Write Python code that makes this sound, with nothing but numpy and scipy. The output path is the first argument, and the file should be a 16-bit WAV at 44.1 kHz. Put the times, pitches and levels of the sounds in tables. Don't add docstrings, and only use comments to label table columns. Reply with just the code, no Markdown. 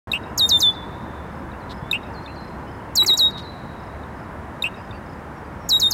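import sys
import numpy as np
from scipy import signal
from scipy.fft import rfft, irfft
from scipy.io import wavfile
from scipy.ndimage import map_coordinates

SR = 44100
rng = np.random.default_rng(int(sys.argv[2]) if len(sys.argv) > 2 else 0)


def generate_wav(signal):
    frames = np.transpose(np.atleast_2d(signal))
    scaled = np.clip(frames, -1, 1) * 32767
    pcm = np.round(scaled).astype(np.int16)
    wavfile.write(sys.argv[1], SR, pcm)


N = 261513
TIME = np.arange(N) / SR
FLICK_S = .0016
# multiple of the pitch, level in dB.
WHISTLE_OVERTONES = [(2, -25.5), (3, -20.5), (4, -27)]


def blackbirds():
    # start and length in seconds, settled pitch in Hz, late curl and closing flick as shares
    # of the pitch, level in dB, overtones in dB, their fade in dB per second as the beak closes.
    tews = [(.375, 0.11, 3677, .005, .12, -13, -3.5, 6),
            (.488, 0.11, 3584, -0.0081, 0.089, -11.5, -6.5, 14),
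            (.601, 0.13, 3499, -0.011, 0.022, -12.5, -1, 298),
            (2.953, 0.1, 3833, 0.029, 0.063, -11.5, -4, 0),
            (3.061, 0.11, 3759, .033, 0.082, -12.5, -2.5, -2),
            (3.172, 0.14, 3772, 0.0077, 0.011, -13, 0, 170),
            (5.688, 0.11, 3774, 0.022, .12, -12.5, -1.5, 18),
            (5.796, 0.11, 3650, 0.028, 0.11, -13, -2.5, 6), (5.907, 0.13, 3580, -0.0025, 0, -14.5, -1, 200)]
    # start in seconds, pitch in Hz, tick, buzz and overtones in dB.
    chucks = [(0.1161, 2570, -14, -19.5, 0), (1.516, 2590, -47, -54, -6), (1.9119, 2528, -13, -19, -1.5),
              (2.2603, 2465, -34, -44.5, -8), (4.034, 2520, -46.5, -71, -10),
              (4.6222, 2532, -15, -19.5, -2.5), (4.909, 2470, -37.5, -48, -12)]
    out = np.zeros(N)
    for start, length, hz, curl, flick, db, overtone_db, fade_db_per_s in tews:
        add(out, start, undb(db) * tew(length, hz, curl, flick, overtone_db, fade_db_per_s))
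    for start, *call in chucks:
        add(out, start, chuck(*call))
    return out


def tew(length, hz, curl, flick, overtone_db, fade_db_per_s):
    t = clock(length)
    settled_s, clash_s = .032, .018
    beak_db = overtone_db * np.minimum(t / settled_s, 1) - fade_db_per_s * np.maximum(t - settled_s, 0)
    low = low_side(t, length, hz, curl, flick, beak_db, clash_s)
    high = high_side(t, hz)
    sum_tone = signal.sosfilt(signal.butter(4, 10000, "high", fs=SR, output="sos"), low * high)
    rasp = noise([(2500, -26), (4000, 8.5), (7000, 10), (9500, -5), (13000, -11), (16000, -33)], 8192)
    clash = undb(-24.5 - 398.5 * abs(t - clash_s))
    cutoff = undb(-19.5) * np.exp((t - length) / FLICK_S)
    return low + high + undb(4.5) * sum_tone + undb(beak_db) * (clash + cutoff) * rasp[:len(t)]


def high_side(t, hz):
    swing_hz, sink_per_s = 90, 3.5
    pitch = hz * (1.88 - sink_per_s * t + .14 * np.cos(2 * np.pi * swing_hz * t))
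    effort = envelope(t, attack_s=.0042, hold_s=.00067, release_s=.012, rise_db=15, fall_db=22)
    return syrinx(t, pitch, undb(.5) * effort, undb(17.5) * effort, WHISTLE_OVERTONES, jitter=.009)


def low_side(t, length, hz, curl, flick, beak_db, clash_s):
    enters_s, swell_s, release_s = .006, .028, .29 * length
    slide_starts_s, slide_s = .0117, .0098
    slide = .49 * np.exp(-np.maximum(t - slide_starts_s, 0) / slide_s)
    ending = curl * hump(t, .763 * length, width=.0094) + flick * np.exp((t - length) / FLICK_S)
    drift = .002 * walk(t, 120)
    pitch = hz * (1 + slide + ending + drift)
    jitter = .002 + .028 * np.exp(-t / .013)
    hold_s = length - enters_s - swell_s - release_s
    effort = envelope(t - enters_s, swell_s, hold_s, release_s, rise_db=6.5, fall_db=26.5)
    grain = 1 + .98 * np.exp(-t / .032) * walk(t, 2500)
    edge = undb(6 + beak_db) * effort ** .099 * grain
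    stutter_db = 2.5 * walk(t, 450) * hump(t, clash_s, width=.009)
    return undb(stutter_db) * syrinx(t, pitch, undb(1.12) * effort, edge, WHISTLE_OVERTONES, jitter)


def chuck(hz, tick_db, buzz_db, overtone_db):
    # multiple of the pitch, level in dB.
    buzz_overtones = [(2, -31), (3, -17), (4, -36), (5, -29), (6, -40)]
    break_s, warble_starts_s, warble_hz = .0165, .026, 256
    t = clock(.07)
    sag = .11 * (1 - np.exp(-t / .006))
    effort = envelope(t, attack_s=.0014, hold_s=.0033, release_s=.01, rise_db=12, fall_db=33)
    edge = undb(10 + overtone_db) * effort
    tick = syrinx(t, hz * (1.525 - sag), effort, edge, WHISTLE_OVERTONES, jitter=.0048)

    age = t - break_s
    warble = np.sin(2 * np.pi * warble_hz * np.maximum(t - warble_starts_s, 0))
    climb = .14 * (1 - np.exp(-np.maximum(age, 0) / .02))
    pitch = hz * (1 + climb) * (1 + .058 * warble)
    effort = envelope(age, attack_s=.0013, hold_s=.027, release_s=.02, rise_db=16, fall_db=16.5)
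    effort *= 1 - .25 * warble
    clean_accent = undb(8.5 * hump(t, centre=.0214, width=.0028))
    edge = undb(overtone_db - 4) * effort
    buzz = syrinx(t, pitch, clean_accent * effort, edge, buzz_overtones, jitter=.016)
    rasp = noise([(2000, -27), (3500, 16), (6000, 1), (8500, 2), (13000, 7), (16000, -7)], 4096)
    rasp_db = overtone_db - 21 - 682 * abs(age)
    return undb(tick_db) * tick + undb(buzz_db) * (buzz + undb(rasp_db) * rasp[:len(t)])


def syrinx(t, hz, tone_gain, overtone_gain, harmonics, jitter):
    # frequency in Hz, gain in dB.
    throat = [(2600, -0.5), (3800, 0.5), (5000, -2.5), (6600, -3.5), (7600, -4.5), (9500, -7), (11000, -10),
              (13000, -4), (15500, -12)]
    pitch = hz * (1 + jitter * walk(t, 1486))
    phase = 2 * np.pi * np.cumsum(pitch) / SR
    fundamental = gain_at(pitch, throat) * np.sin(phase)
    overtones = sum(undb(db) * gain_at(k * pitch, throat) * (k * pitch < SR / 2) * np.sin(k * phase)
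                    for k, db in harmonics)
    shimmer = undb(4 * walk(t, 122))
    flutter = undb(.6 * walk(t, 170))
    return flutter * (tone_gain * fundamental + overtone_gain * shimmer * overtones)


def far_birds():
    # start in seconds, length in seconds, settled pitch in Hz, level in dB.
    far_tews = [(1.581, 0.088, 4000, -57), (2.12, 0.1, 4160, -46.5), (2.219, 0.13, 4094, -49),
                (2.338, 0.12, 4100, -47.5), (3.406, 0.13, 3990, -43.5), (4.734, .1, 4880, -54)]
    # start in seconds, level in dB.
    chirps = [(.225, -57), (1.317, -57.5), (1.705, -52), (2.028, -58), (2.405, -53), (2.675, -54.5),
              (3.795, -56), (4.158, -58.5), (4.775, -56), (5.058, -53.5)]
    # start and length in seconds, first and last pitch in Hz, level in dB,
    # waver as a share of the pitch.
    whistles = [(1.795, 0.16, 3360, 3630, -53.5, 0.0052), (2.66, 0.059, 2920, 3140, -52, 0.0065),
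                (2.785, .04, 3120, 2850, -57, .006), (2.88, 0.051, 2840, 2640, -54, .006),
                (4.892, .11, 4640, 4580, -57.5, 0.0033), (5.346, .07, 5560, 5530, -61, 0.021),
                (5.44, 0.03, 4950, 4850, -60, .006), (5.585, 0.13, 5680, 5430, -56, 0.023)]
    answers = np.zeros(N)
    for start, length, hz, db in far_tews:
        add(answers, start, undb(db) * tew(length, hz, curl=0, flick=0, overtone_db=-11, fade_db_per_s=0))
    out = signal.sosfilt(signal.butter(4, 5000, fs=SR, output="sos"), answers)
    for start, db in chirps:
        for k in range(3):
            add(out, start + k * .035, undb(db) * whistle(.015, start_hz=5350, end_hz=4870, waver=.006))
    for start, length, start_hz, end_hz, db, waver in whistles:
        add(out, start, undb(db) * whistle(length, start_hz, end_hz, waver))
    return out


def whistle(length, start_hz, end_hz, waver):
    t = clock(length)
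    pitch = (start_hz + (end_hz - start_hz) * t / length) * (1 + waver * walk(t, 307))
    return np.sin(np.pi * t / length) * np.sin(2 * np.pi * np.cumsum(pitch) / SR)


def rustles():
    # start in seconds, length in seconds, level in dB.
    tail_flicks = [(1.692, 0.045, -40), (3.37, 0.038, -38)]
    # frequency in Hz, level in dB.
    feathers = [(1500, -28), (2800, -10), (3800, 6), (5500, -14), (9000, -24), (13000, -27), (16000, -45)]
    out = np.zeros(N)
    for start, length, db in tail_flicks:
        t = clock(length)
        brush = np.sin(np.pi * t / length) * undb(db + 2 * walk(t, 333))
        add(out, start, brush * noise(feathers, 4096)[:len(t)])
    return out


def knocks():
    # start in seconds, decay in seconds, level in dB, boost of the two low modes in dB.
    hits = [(3.0232, 0.0059, -23.5, 0.5), (3.0467, 0.0039, -25, 0), (3.091, 0.0097, -35.5, 7),
            (3.1007, .003, -24, -12)]
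    # frequency in Hz, bandwidth in Hz, level in dB.
    modes = [(368, 76, 0.5), (1090, 700, -2), (2080, 480, -1)]
    out, t = np.zeros(N), clock(.06)
    for start, decay, db, body_db in hits:
        grit = rng.standard_normal(len(t)) * np.exp(-t / decay)
        for k, (hz, width, mode_db) in enumerate(modes):
            b, a = signal.iirpeak(hz, hz / width, fs=SR)
            ring = signal.lfilter(b, a, signal.lfilter(b, a, grit)) * np.sqrt(SR / width / 2)
            add(out, start, undb(db + mode_db + body_db * (k < 2)) * ring)
    return out


def bumps():
    # centre in seconds, width in seconds, pitch in Hz, level in dB.
    swells = [(.505, 0.022, 93.5, -28), (1.83, 0.0047, 161, -22), (4.581, .008, 169, -38),
              (4.912, 0.014, 113, -30.5)]
    return sum(undb(db) * hump(TIME, centre, width) * np.sin(2 * np.pi * hz * (TIME - centre))
               for centre, width, hz, db in swells)


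def pond_echo(sound, reeds_db, echo_s, echo_db, tail_db, t60):
    t = clock(1.6)
    reeds, bank, trees = rng.standard_normal((3, len(t)))
    reeds *= np.exp(-t / .085) * (t > .006)
    bank *= np.exp(-abs(t - echo_s) / .016) * (t > echo_s)
    swell_db = 5 * hump(t, centre=.52, width=.07)
    trees *= undb(-60 * t / t60 + swell_db) * np.minimum(t / echo_s, 1)
    response = undb(reeds_db) * unit(reeds) + undb(echo_db) * unit(bank) + undb(tail_db) * unit(trees)
    response = signal.sosfilt(signal.butter(4, 5200, fs=SR, output="sos"), response / np.sqrt(len(t)))
    return signal.fftconvolve(sound, response)[:N]


def traffic():
    # frequency in Hz, level in dB.
    road_colour = [(12, -44), (20, -22), (38, -11.5), (53, -3), (81, -1.5), (120, -3), (225, -4),
                   (258, -6.5), (346, -6.5), (430, -10), (456, -9), (963, -9), (1840, -16.5), (2200, -25.5),
                   (2860, -62), (4840, -120)]
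    whine_colour = [(700, -10), (880, 9), (960, 13), (1030, 9.5), (1200, -34.5)]
    road = noise(road_colour, N)
    lows = signal.sosfiltfilt(signal.butter(3, 350, fs=SR, output="sos"), road)
    rumble = unit(lows) * receding(-36, fade_db_per_s=.4) * undb(.5 * walk(TIME, 9.2))
    roar = unit(road - lows) * receding(-37.5, fade_db_per_s=.25) * undb(.39 * walk(TIME, 5.58))
    whine = noise(whine_colour, N) * receding(-44, fade_db_per_s=1.1)
    engine_hz = 71.6 * (1 + .027 * walk(TIME, 9))
    drone = undb(-43.5 + 1.5 * walk(TIME, 2.48)) * np.sin(2 * np.pi * np.cumsum(engine_hz) / SR)
    return rumble + roar + whine + drone


def air():
    # frequency in Hz, level in dB.
    hiss_colour = [(1500, -14.5), (2200, 3), (3000, -4), (4000, -10.5), (6000, -15), (10000, -17.5),
                   (16000, -25)]
    return undb(-55) * noise(hiss_colour, N)


def receding(start_db, fade_db_per_s):
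    return undb(start_db - fade_db_per_s * TIME)


def envelope(t, attack_s, hold_s, release_s, rise_db, fall_db):
    attack = np.clip(1 - t / attack_s, 0, 1)
    release = np.maximum(t - attack_s - hold_s, 0) / release_s
    gate = np.clip(np.minimum(t, attack_s + hold_s + release_s - t) / .0005, 0, 1)
    return undb(-rise_db * attack - fall_db * release) * gate


def hump(t, centre, width):
    return np.exp(-((t - centre) / width) ** 2)


def walk(t, rate):
    return map_coordinates(rng.standard_normal(512), [t * rate], order=3, mode="wrap")


def noise(spectrum, size):
    colour = gain_at(np.fft.rfftfreq(size, 1 / SR), spectrum)
    return unit(irfft(rfft(rng.standard_normal(size)) * colour, size))


def gain_at(hz, spectrum):
    points_hz, db = np.transpose(spectrum)
    return undb(np.interp(np.log(np.maximum(hz, 1)), np.log(points_hz), db))


def undb(db):
    return 10 ** (np.asarray(db) / 20)


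def unit(x):
    return x / np.sqrt(np.mean(x ** 2))


def clock(length):
    return np.arange(int(length * SR)) / SR


def add(out, start, sound):
    i = max(int(start * SR), 0)
    out[i:i + len(sound)] += sound[:max(N - i, 0)]


def scene():
    main, far = blackbirds() + rustles(), far_birds()
    echoes = pond_echo(main, reeds_db=-29, echo_s=.118, echo_db=-29, tail_db=-35.5, t60=3.0)
    echoes += pond_echo(far, reeds_db=-5, echo_s=.15, echo_db=-22, tail_db=-10.5, t60=1.6)
    return (main + far + echoes + knocks() + bumps() + traffic() + air())[None]


def record(dry):
    opens_s, top_hz = .072, 15950
    opened = np.clip((TIME - opens_s) / .00076, 0, 1)
    return signal.sosfilt(signal.ellip(10, .2, 80, top_hz, fs=SR, output="sos"), dry * opened)


dry = scene()
out = record(dry)
generate_wav(out)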